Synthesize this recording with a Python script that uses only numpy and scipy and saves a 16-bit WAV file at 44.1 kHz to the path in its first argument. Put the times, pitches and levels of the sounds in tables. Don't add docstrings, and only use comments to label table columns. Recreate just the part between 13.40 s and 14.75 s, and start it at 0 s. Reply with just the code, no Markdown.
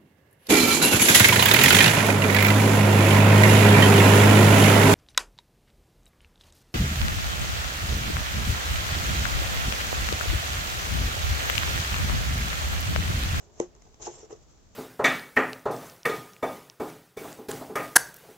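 import sys
import numpy as np
from scipy import signal
from scipy.fft import rfft, irfft, next_fast_len
from scipy.io import wavfile
from scipy.ndimage import map_coordinates

SR = 44100
rng = np.random.default_rng(int(sys.argv[2]) if len(sys.argv) > 2 else 0)


def inscribe(sig):
    pcm = np.round(np.clip(np.atleast_2d(sig).T, -1, 1) * 32767)
    wavfile.write(sys.argv[1], SR, pcm.astype(np.int16))


N = 59535

# (frequency [Hz], correlation [-1 to 1])
RUB_LIKENESS = [(200, 0.87), (500, 0.66), (1200, 0.3), (3000, .2), (7000, 0.06)]


def amp(db):
    return 10 ** (np.asarray(db) / 20)


def unit(x):
    return x / np.sqrt(np.mean(x ** 2) + 1e-20)


def along(points, hz):
    point_hz, value = np.transpose(points)
    return np.interp(np.log(hz + 1), np.log(point_hz + 1), value)


def level(rows):
    s, db = np.transpose(rows)
    return amp(np.interp(np.arange(N) / SR, s, db, left=-120, right=-120))


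def lasting(rows):
    return amp(np.interp(np.arange(N) / SR, *np.transpose(rows)))


def wobble(rate):
    knots = rng.standard_normal(int(N * rate / SR) + 4)
    return map_coordinates(knots, [np.arange(N) * rate / SR])


def filtered(x, response):
    size = next_fast_len(N + SR // 2)
    hz = np.fft.rfftfreq(size, 1 / SR)
    return irfft(rfft(x, size) * response(hz), size)[..., :N]


def coloured(x, colour, size=2048):
    cepstrum = irfft(np.log(amp(along(colour, np.fft.rfftfreq(size, 1 / SR)))))
    cepstrum[1:size // 2] *= 2
    cepstrum[size // 2 + 1:] = 0
    impulse = irfft(np.exp(rfft(cepstrum)))
    impulse /= np.linalg.norm(impulse)
    return signal.fftconvolve(x, impulse[None], axes=1)[:, :N]


def spread(pair, colour, alike):
    def mid_side_gain(hz):
        turn = np.arccos(np.clip(along(alike, hz), -1, 1)) / 2
        return amp(along(colour, hz)) * [np.cos(turn), np.sin(turn)]

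    mid, side = filtered(pair, mid_side_gain)
    return unit(np.array([mid + side, mid - side]))


def add(track, s, sound):
    i = round(s * SR)
    track[..., i:i + sound.shape[-1]] += sound[..., :N - i]


def knocks():
    # (frequency [Hz], level shut [dB], level open [dB], decay t60 [s])
    carton_modes = [(178, -12, -25, 0.15), (356.2, -4, -22, 0.11), (425.6, -13, 0, 0.079),
                    (443.7, -1, -6.5, 0.021), (519.4, -28.5, -16, .13), (750, -3.5, -46, 0.023),
                    (845.5, -11.5, -30, 0.05), (1000, -16, -33, 0.065), (1288, -54, -5.5, 0.075),
                    (1865, -25, -32, 0.024)]
    # (time [s], level [dB], pitch the contact excites most [Hz], lid openness [0-1])
    knock_events = [(.2016, -6.5, 501, 0.04), (.4655, -38.5, 790, 0.12), (.5985, -34, 880, 0.1),
                    (.6673, -23.5, 950, 0), (.6696, -16, 770, 0.07), (.6782, -18, 578, 0.2),
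                    (.7879, -45, 410, 0.8), (.8297, -37.5, 418, 1), (.8412, -41.5, 430, 1),
                    (0.9054, -31.5, 540, 1), (.9116, -27, 515, 0.5), (.9259, -28.5, 380, 0.93),
                    (.953, -41.5, 434, 0.9)]
    # (delay [s], gain [linear])
    wall_echoes = [(.0085, 0.19), (0.0228, .13), (.034, .06)]
    attack_s, scatter_db, left_lag_s = 0.001, 0.54, 0.00024
    focus_depth_db, contact_width_octaves = 15.5, 0.53
    bass_cut_db = 1
    radiation_hz = 310

    out, t = np.zeros(N), np.arange(SR // 4) / SR
    hz, shut_db, open_db, t60 = np.transpose(carton_modes)[:, :, None]
    for s, db, contact_hz, opened in knock_events:
        widths = np.log2(hz / contact_hz) / contact_width_octaves
        focus_db = focus_depth_db * (np.exp(-widths ** 2) - 1) + bass_cut_db * np.minimum(widths, 0)
        mode_db = shut_db + opened * (open_db - shut_db) + focus_db
        mode_db = mode_db + scatter_db * rng.standard_normal(hz.shape)
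        decay = np.exp(-np.log(1000) * t / t60)
        ring = amp(mode_db) * decay * np.sin(2 * np.pi * hz * t)
        attack = 1 - np.exp(-t / attack_s)
        add(out, s, -amp(db) * ring.sum(0) * attack)

    def path_to_ears(f):
        radiated = 1j * f / (radiation_hz + 1j * f)
        walls = 1 + sum(gain * np.exp(-2j * np.pi * f * delay) for delay, gain in wall_echoes)
        lag = np.exp(-1j * np.pi * f * left_lag_s * np.array([[1], [-1]]))
        return radiated * walls * lag

    return filtered(out, path_to_ears)


def clicks():
    # (time [s], body level [dB], decay t60 [s], topmost treble relative to body [dB])
    click_events = [(0.198, -39, 0.017, -40), (0.2006, -23.5, 0.0081, -21), (0.351, -50, 0.011, -25),
                    (.363, -53, 0.012, -20), (.416, -56.5, 0.0064, -14), (0.4211, -46.5, 0.014, -23),
                    (.543, -45.5, 0.013, -32), (0.677, -53, 0.0033, -50), (0.928, -50.5, 0.021, -38)]
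    # (frequency [Hz], level [dB])
    body_colour = [(300, 6.5), (1200, -1.5), (1550, -13), (2000, 1), (2500, -7.5), (3100, -7.5),
                   (4800, -12.5), (5500, 1), (6300, 6), (7500, -3), (8200, -23.5), (9200, -22.5),
                   (11000, -35.5)]
    # (frequency [Hz], level [dB])
    air_colour = [(4000, -46), (8300, 4), (10000, -1), (12500, -26), (16000, -13)]

    body, air, t = np.zeros((2, N)), np.zeros((2, N)), np.arange(SR // 20) / SR
    for s, db, t60, air_db in click_events:
        decay = np.exp(-np.log(1000) * t / t60)
        crack = amp(db) * decay * rng.choice([-1, 1], (2, len(t)))
        add(body, s, crack)
        add(air, s, amp(air_db) * crack)
    return coloured(body, body_colour) + coloured(air, air_colour)


def rubbing():
    # (time [s], level [dB])
    press_stroke = [(.12, -73), (.165, -62), (.195, -53.5), (.215, -46.5), (.25, -57.5), (.29, -72)]
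    # (time [s], level [dB])
    slide_stroke = [(.597, -62), (.617, -48.5), (.623, -39.5), (.642, -44), (.664, -36.5), (.687, -49),
                    (.735, -51), (.758, -47.5), (.772, -52), (.82, -52.5), (.86, -60), (.885, -95)]
    # (time [s], level [dB])
    fold_stroke = [(.893, -81), (.906, -53), (.93, -54), (.947, -62.5), (.975, -65), (1.0, -83)]
    # (time [s], level [dB])
    finger_level = [(0, -63), (.04, -63), (.08, -72.5), (.32, -76), (.45, -66.5), (.52, -70.5),
                    (1.0, -68.5), (1.03, -64.5), (1.06, -75), (1.1, -64.5), (1.23, -72.5), (1.27, -69.5),
                    (1.31, -73.5), (1.35, -65)]
    # (frequency [Hz], level [dB])
    finger_colour = [(500, -16.5), (900, -12), (1300, -2.5), (2000, -17.5), (3200, -9.5), (4700, -8.5),
                     (6000, 0.5), (7500, -0.5), (8000, -14.5), (8400, -48)]
    # (time [s], level [dB])
    shell_level = [(0, -55), (.06, -64.5), (.13, -62.5), (.185, -57), (.2, -47.5), (.23, -45), (.29, -66.5),
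                   (.36, -60), (.41, -69.5), (.47, -62), (.51, -68), (.594, -70), (.605, -53.5),
                   (.625, -49), (.66, -51), (.68, -41), (.73, -55), (.82, -56.5), (.885, -65), (.91, -46),
                   (.95, -59.5), (1.0, -66), (1.35, -78)]
    # (frequency [Hz], level [dB])
    shell_colour = [(60, -27.5), (130, -3), (220, -38.5), (295, -10.5), (350, 4), (385, -2.5), (432, 6),
                    (490, -6.5), (620, -3.5), (850, -6.5), (1100, -12.5), (1500, -20.5), (3000, -25.5),
                    (6000, -71)]
    rasp_trim_db = -2

    effort = amp(rasp_trim_db) * (level(press_stroke) + level(slide_stroke) + level(fold_stroke))
    fingers = lasting(finger_level) * spread(friction(), finger_colour, RUB_LIKENESS)
    shell = lasting(shell_level) * spread(friction(), shell_colour, RUB_LIKENESS)
    return effort * rasp() + fingers + shell


def rasp():
    # (frequency [Hz], level [dB])
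    rasp_colour = [(500, -12.5), (900, -11.5), (1500, -15.5), (2200, -18), (3000, -12), (4000, -13),
                   (4700, -15.5), (5300, -5.5), (6500, -6), (7550, -5), (7900, -22.5), (8150, -71)]
    # (time [s], centre frequency [Hz])
    peak_path = [(.2, 6400), (.62, 6500), (.67, 6470), (.72, 6440), (.75, 7400), (.79, 7500), (.82, 5740),
                 (.87, 5900), (.905, 7500), (.93, 5800), (1.1, 6515)]
    peak_db, half_width_hz = 9.5, 250

    rub = spread(friction(), rasp_colour, RUB_LIKENESS)
    hz, t, spectrum = signal.stft(rub, SR, nperseg=256)
    offset = (hz[:, None] - np.interp(t, *np.transpose(peak_path))) / half_width_hz
    peak = amp(peak_db / (1 + offset ** 2))
    return unit(signal.istft(spectrum * peak, SR, nperseg=256)[1][:, :N])


def friction():
    grains_per_s, grain_spread_db = 3000, 2.5
    smooth_share = 0.51
    judder_db, judder_knots_per_s = 1.16, 170

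    slips = (rng.random(N) < grains_per_s / SR) * amp(grain_spread_db * rng.standard_normal(N))
    grains = unit(slips * rng.standard_normal((2, N)))
    smooth = rng.standard_normal((2, N))
    mix = np.sqrt(1 - smooth_share) * grains + np.sqrt(smooth_share) * smooth
    return mix * amp(judder_db * wobble(judder_knots_per_s))


def room(x):
    # (frequency [Hz], decay t60 [s])
    room_decay = [(150, 0.33), (600, 0.067), (2000, 0.085), (7000, 0.11)]
    # (frequency [Hz], level [dB])
    send_colour = [(200, -6), (450, -12.5), (900, -0.5), (2000, 2), (7000, -0.5)]
    delay_s = .006

    hz, t, spectrum = signal.stft(rng.standard_normal((2, SR // 2)), SR, nperseg=256)
    decay = np.exp(-np.log(1000) * t / along(room_decay, hz)[:, None])
    tail = signal.istft(spectrum * decay, SR, nperseg=256)[1]
    tail = np.pad(tail / np.linalg.norm(tail[0]), ((0, 0), (round(delay_s * SR), 0)))
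    wet = signal.fftconvolve(x, tail, axes=1)[:, :N]
    return filtered(wet, lambda f: amp(along(send_colour, f)))


def background():
    # (frequency [Hz], level [dB])
    floor_colour = [(15, -31), (25, -2.5), (45, 2), (70, -2.5), (163, -8), (266, -13), (440, -15.5),
                    (700, -19), (1000, -23), (1500, -28), (3000, -30.5), (5000, -29), (7500, -28.5),
                    (8300, -48.5), (11000, -45.5), (15800, -44.5)]
    # (frequency [Hz], correlation [-1 to 1])
    floor_likeness = [(30, 0.22), (125, 0.2), (400, 0.31), (1500, 0.13), (6000, 0.036)]
    floor_db = -57.5
    return amp(floor_db) * spread(rng.standard_normal((2, N)), floor_colour, floor_likeness)


def scene():
    # (frequency [Hz], left minus right [dB])
    lean_curve = [(60, 5), (160, 3.5), (360, 3), (560, 1), (900, -2.5), (1800, -9.5), (3000, -3.5),
                  (5200, 1), (6500, 7), (7600, -7), (8600, 6), (12000, 3)]
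    room_db = -11.5

    carton = knocks() + clicks() + rubbing()
    heard = carton + amp(room_db) * room(carton)
    halves = np.array([[.5], [-.5]])
    leaning = filtered(heard, lambda hz: amp(along(lean_curve, hz) * halves))
    return leaning + background()


def record(dry):
    top_hz = 15900
    return filtered(dry, lambda hz: hz < top_hz)


dry = scene()
out = record(dry)
inscribe(out)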